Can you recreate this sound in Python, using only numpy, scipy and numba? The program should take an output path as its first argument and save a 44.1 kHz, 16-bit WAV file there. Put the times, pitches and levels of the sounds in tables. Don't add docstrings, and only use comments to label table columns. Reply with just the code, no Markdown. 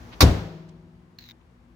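import sys
import numpy as np
from scipy import signal
from scipy.fft import rfft, irfft
from scipy.io import wavfile
from scipy.ndimage import uniform_filter1d
from numba import njit

SR = 44100
rng = np.random.default_rng(int(sys.argv[2]) if len(sys.argv) > 2 else 0)


def materialize(psi):
    bounded = np.clip(np.atleast_2d(psi).T, -1, 1)
    quanta = np.round(bounded * 32767).astype(np.int16)
    wavfile.write(sys.argv[1], SR, quanta)


def how_loud(loudness_db):
    steps = np.asarray(loudness_db, float) / 20
    return 10 ** steps


N = 77175
T = np.arange(N) / SR
HZ = np.maximum(np.arange(N // 2 + 1) * SR / N, 1)
LATCH_START_S = 0.2052
SCRAPE_START_S, SCRAPE_LENGTH_S = 1.1862, 0.138


def read(table, hz):
    points = np.array(table, float)
    return np.interp(np.log(hz), np.log(points[:, 0]), points[:, 1])


def unit(x):
    return x / np.sqrt(np.mean(x ** 2))


def colour(x, table):
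    hz = np.maximum(np.arange(2049) * SR / 4096, 1)
    cepstrum = irfft(np.log(how_loud(read(table, hz))))
    cepstrum[1:2048] *= 2
    cepstrum[2049:] = 0
    impulse = irfft(np.exp(rfft(cepstrum)))
    return signal.fftconvolve(x, impulse[None], axes=1)[:, :N]


def pair(a, b):
    # frequency in Hz, likeness (held to 0..1 below).
    likeness = [(60, 0.82), (130, 1), (290, 0.75), (640, 0.54), (1410, -0.17), (3100, -0.098), (6820, 0.37),
                (15000, -2)]
    alike = np.clip(read(likeness, HZ), 0, 1)
    mid = rfft(a) * np.sqrt(1 + alike)
    side = rfft(b) * np.sqrt(1 - alike)
    return irfft(np.array([mid + side, mid - side]), N) / np.sqrt(2)


def noise():
    return pair(*rng.standard_normal((2, N)))


def lean(x, table):
    half_db = read(table, HZ) / 2
    return irfft(rfft(x) * how_loud(np.array([half_db, -half_db])), N)


def fade(t0, t60):
    return (T >= t0) * how_loud(-60 * np.maximum(T - t0, 0) / t60)


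def ring(x, modes):
    bank = sum(how_loud(db) * fade(0, t60) * np.sin(2 * np.pi * hz * T) for hz, db, t60 in modes)
    return signal.fftconvolve(x, bank[None], axes=1)[:, :N]


def drift(samples):
    return unit(uniform_filter1d(rng.standard_normal(N), samples))


def outdoors():
    # frequency in Hz, relative spectrum level in dB.
    floor_colour = [(15, -57.5), (25, -25.5), (43, -9.5), (102, -6), (206, -21), (242, -7.5), (270, -22),
                    (344, -14.5), (373, -23.5), (531, -23), (575, -29.5), (624, -25.5), (1040, -25),
                    (1330, -30.5), (1940, -32), (16000, -58)]
    # frequency in Hz, middle level in dB.
    hum_lines = [(58, -53.5), (120, -59.5), (181, -58.5), (239.5, -58)]
    # frequency in Hz, left minus right in dB.
    floor_balance = [(60, 4.5), (110, 3), (200, 1.5), (380, 6.5), (700, 5), (1290, 7.5), (2380, 2.5),
                     (4400, -1.5), (8120, 1.5), (15000, 4)]
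    bed = how_loud(-47.5 + 0.27 * drift(6000)) * unit(colour(noise(), floor_colour))
    hum = 0
    for hz, db in hum_lines:
        line = np.sqrt(2) * np.sin(2 * np.pi * (hz * T + rng.random()))
        hum = hum + how_loud(db + 1.5 * drift(5000)) * line
    return lean(bed + hum, floor_balance)


def rustles():
    # centre in seconds, length in seconds, level in dB,
    # centre frequency in Hz, width in Hz.
    puffs = [(.135, 0.04, -45.5, 2398, 2510), (0.693, 0.016, -50, 3940, 4940),
             (1.415, 0.011, -57.5, 2515, 1498)]
    spectrum, out = rfft(noise()), 0
    for t, length, db, hz, width in puffs:
        puff = unit(irfft(spectrum * np.exp(-((HZ - hz) / width) ** 2), N))
        out = out + how_loud(db) * np.exp(-2 * ((T - t) / length * 2) ** 2) * puff
    return out


def whistle_hz(t):
    return np.interp(t, [SCRAPE_START_S, SCRAPE_START_S + SCRAPE_LENGTH_S], (4250, 3680))


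def grit_cracks(fizz):
    # start in seconds, level in dB.
    grains = [(1.1864, -26), (1.1885, -27.5), (1.2096, -32.5), (1.2234, -35), (1.24, -30), (1.2564, -38.5),
              (1.2814, -40.5), (1.2884, -27.5), (1.2984, -28.5), (1.3103, -26.5), (1.3174, -35)]
    t60_s, rise_s = 0.012, 0.0004
    low_ratio, low_db, fizz_db = 0.538, -14.5, -8
    out = 0
    for t, db in grains:
        phase = 2 * np.pi * whistle_hz(t) * (T - t)
        crack = np.sin(phase) + how_loud(low_db) * np.sin(low_ratio * phase) + how_loud(fizz_db) * fizz
        out = out + how_loud(db) * fade(t, t60_s) * np.clip((T - t) / rise_s, 0, 1) * crack
    return out


def scrape(fizz):
    fizz_db, whistle_db, whistle_width_hz, pan_db = -52.5, -45.5, 600, 2.5
    uneven = how_loud(1.5 * np.repeat(rng.exponential(size=N // 60 + 1), 60)[:N])
    lowpass = np.exp(-(2 * HZ / whistle_width_hz) ** 2)
    slow = unit(irfft(rfft(rng.standard_normal((2, N))) * lowpass, N))
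    whistle = slow * np.cos(2 * np.pi * np.cumsum(whistle_hz(T)) / SR)
    rise = (T - SCRAPE_START_S) / 0.002
    fall = (SCRAPE_START_S + SCRAPE_LENGTH_S - T) / 0.008
    envelope = np.clip(np.minimum(rise, fall), 0, 1)
    pan = how_loud(np.array([[pan_db], [-pan_db]]) / 2)
    return envelope * uneven * (how_loud(fizz_db) * fizz + how_loud(whistle_db) * whistle) * pan


def shoe():
    # frequency in Hz, relative spectrum level in dB.
    grit_colour = [(600, -40.5), (1200, -19.5), (1940, -7.5), (2810, -14), (4000, -11.5), (6860, -19.5),
                   (8550, -47), (11800, -45), (14800, -13), (16000, -25)]
    fizz = unit(colour(noise(), grit_colour))
    return grit_cracks(fizz) + scrape(fizz)


def rush():
    # frequency in Hz, relative spectrum level in dB.
    air_colour = [(180, -31.5), (300, -3.5), (470, -9), (1030, -9.5), (3240, -21), (6200, -23), (8640, -41),
                  (12300, -33.5), (16000, -37)]
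    return how_loud(-53) * unit(colour(noise(), air_colour)) * (T < LATCH_START_S)


def wash():
    # frequency in Hz, relative spectrum level in dB.
    wash_colour = [(76, -32), (130, -4.5), (248, -9), (279, -11), (427, -12), (472, -14.5), (780, -20),
                   (1170, -25.5), (1610, -26), (4500, -33), (16000, -51)]
    # frequency in Hz, time to fall 60 dB in seconds.
    wash_decay = [(150, 0.37), (400, 0.47), (1000, 0.54), (2500, 0.48), (6000, 0.46), (10000, 0.28),
                  (15000, .45)]
    start_s, rise_s, rise_cycles = 0.207, 0.018, 2.7
    far_db, far_stretch = -14, 2.31
    spectrum, out = rfft(unit(colour(noise(), wash_colour))), 0
    for hz in 100 * 2 ** (np.arange(23) / 3):
        window = np.cos(np.pi / 2 * np.clip(3 * np.log2(HZ / hz), -1, 1)) ** 2
        band = irfft(spectrum * window, N)
        t60 = read(wash_decay, hz)
        rise = np.clip((T - start_s) / (rise_s + rise_cycles / hz), 0, 1)
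        decay = fade(start_s, t60) + how_loud(far_db) * fade(start_s, t60 * far_stretch)
        out = out + band * rise * decay
    return how_loud(-7.5) * out


def latch():
    # frequency in Hz, relative spectrum level in dB.
    latch_colour = [(290, -36.5), (500, -4), (1140, 1), (1690, -7.5), (2260, -2.5), (2980, -10),
                    (3810, -0.5), (5090, -3), (7980, -17.5), (13600, -16), (14700, -6), (16000, -27)]
    # frequency in Hz, hold in seconds.
    hold_times = [(500, .02), (2000, .016), (5000, 0.014), (9000, 0.022), (15000, .006)]
    clicks_per_s, spread_db = 14000, 1.5
    attack_s, t60_s = 0.003, 0.09
    hits = rng.random((2, N)) < clicks_per_s / SR
    strength = rng.standard_normal((2, N)) * how_loud(spread_db * rng.exponential(size=(2, N)))
    spectrum, out = rfft(unit(colour(pair(*(hits * strength)), latch_colour))), 0
    for hz in 250 * 2 ** np.arange(7):
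        window = np.cos(np.pi / 2 * np.clip(np.log2(HZ / hz), -1, 1)) ** 2
        band = irfft(spectrum * window, N)
        since_hold = np.maximum(T - LATCH_START_S - read(hold_times, hz), 0)
        out = out + band * how_loud(-60 * since_hold / t60_s)
    return how_loud(-8) * np.clip((T - LATCH_START_S) / attack_s, 0, 1) * out


def sheet_metal():
    sheet_hz = [55, 161, 182, 322, 364, 379, 517, 641, 797, 958]
    # level in dB, time to fall 60 dB in seconds.
    sheet_decay = [(-14, 0.63), (-20.5, 1.78), (-27.5, 2), (-30, 1.4), (-34, 2.2), (-31.5, 0.8),
                   (-35.5, 1.2), (-34.5, 1.4), (-33, .8), (-43, 1.0)]
    start_s, out = 0.2296, 0
    for hz, (db, t60) in zip(sheet_hz, sheet_decay):
        out = out + how_loud(db) * fade(start_s, t60) * np.sin(2 * np.pi * hz * (T - start_s))
    return out


def panel():
    # start in seconds, level in dB, push length in seconds,
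    # signed strength (negative down on the stops, positive up against the catch).
    blows = [(0.2064, -18.5, .002, -1), (0.2158, 10, 0.0072, -0.74), (0.2177, 5, 0.0031, 0.94),
             (.2296, 5.5, 0.0016, -0.8), (0.2412, 8, .008, -0.51), (0.2608, -13, 0.0027, 0.86),
             (0.2792, -11, 0.0027, 1), (0.2879, -5.5, 0.0054, -1.23), (0.3116, -7.5, 0.0037, 0.71)]
    # frequency in Hz, level in dB,
    # time to fall 60 dB in seconds.
    body_modes = [(79, 0.5, 0.28), (92, -14.5, 0.55), (105.74, 2, .5), (170.56, -10, .4),
                  (255.5, -16, 0.21), (278.1, -1.5, 0.19), (379.5, -7.5, .3), (497, -17, 0.15),
                  (598, -14.5, .3), (716, -31, 0.33), (779.6, -22.5, 0.36), (942, -30.5, .3)]
    push = 0
    for t, db, length, way in blows:
        half_sine = np.sin(np.pi * np.clip((T - t) / length, 0, 1))
        push = push + way * how_loud(db) / (length * SR) * half_sine
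    return ring(np.array([push, push]), body_modes) - sheet_metal()


def scene():
    # frequency in Hz, left minus right in dB.
    hood_balance = [(60, 1.5), (110, 3), (200, 4), (380, 2.5), (700, 4.5), (1290, 7), (2380, 0),
                    (4400, -6.5), (8120, 2), (15000, 8)]
    hood = lean(latch() + panel() + wash(), hood_balance)
    return outdoors() + rustles() + shoe() + rush() + hood


@njit
def follow(x, up, down):
    level, out = 0., np.empty(len(x))
    for i in range(len(x)):
        level += (x[i] - level) * (up if x[i] > level else down)
        out[i] = level
    return out


def roll_off(x):
    return signal.sosfilt(signal.butter(12, 16650, fs=SR, output="sos"), x)


def record(dry):
    knee_db, slope, attack_s, release_s = -22.5, 0.33, 0.0041, 60
    bass_cut = signal.butter(2, 40, "high", fs=SR, output="sos")
    heard = signal.sosfilt(bass_cut, dry)
    level = follow(np.abs(heard).max(axis=0), 1 / (attack_s * SR), 1 / (release_s * SR))
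    gain = np.maximum(level / how_loud(knee_db), 1) ** -slope
    return roll_off(np.clip(heard * gain, -1, 1))


dry = scene()
out = record(dry)
materialize(out)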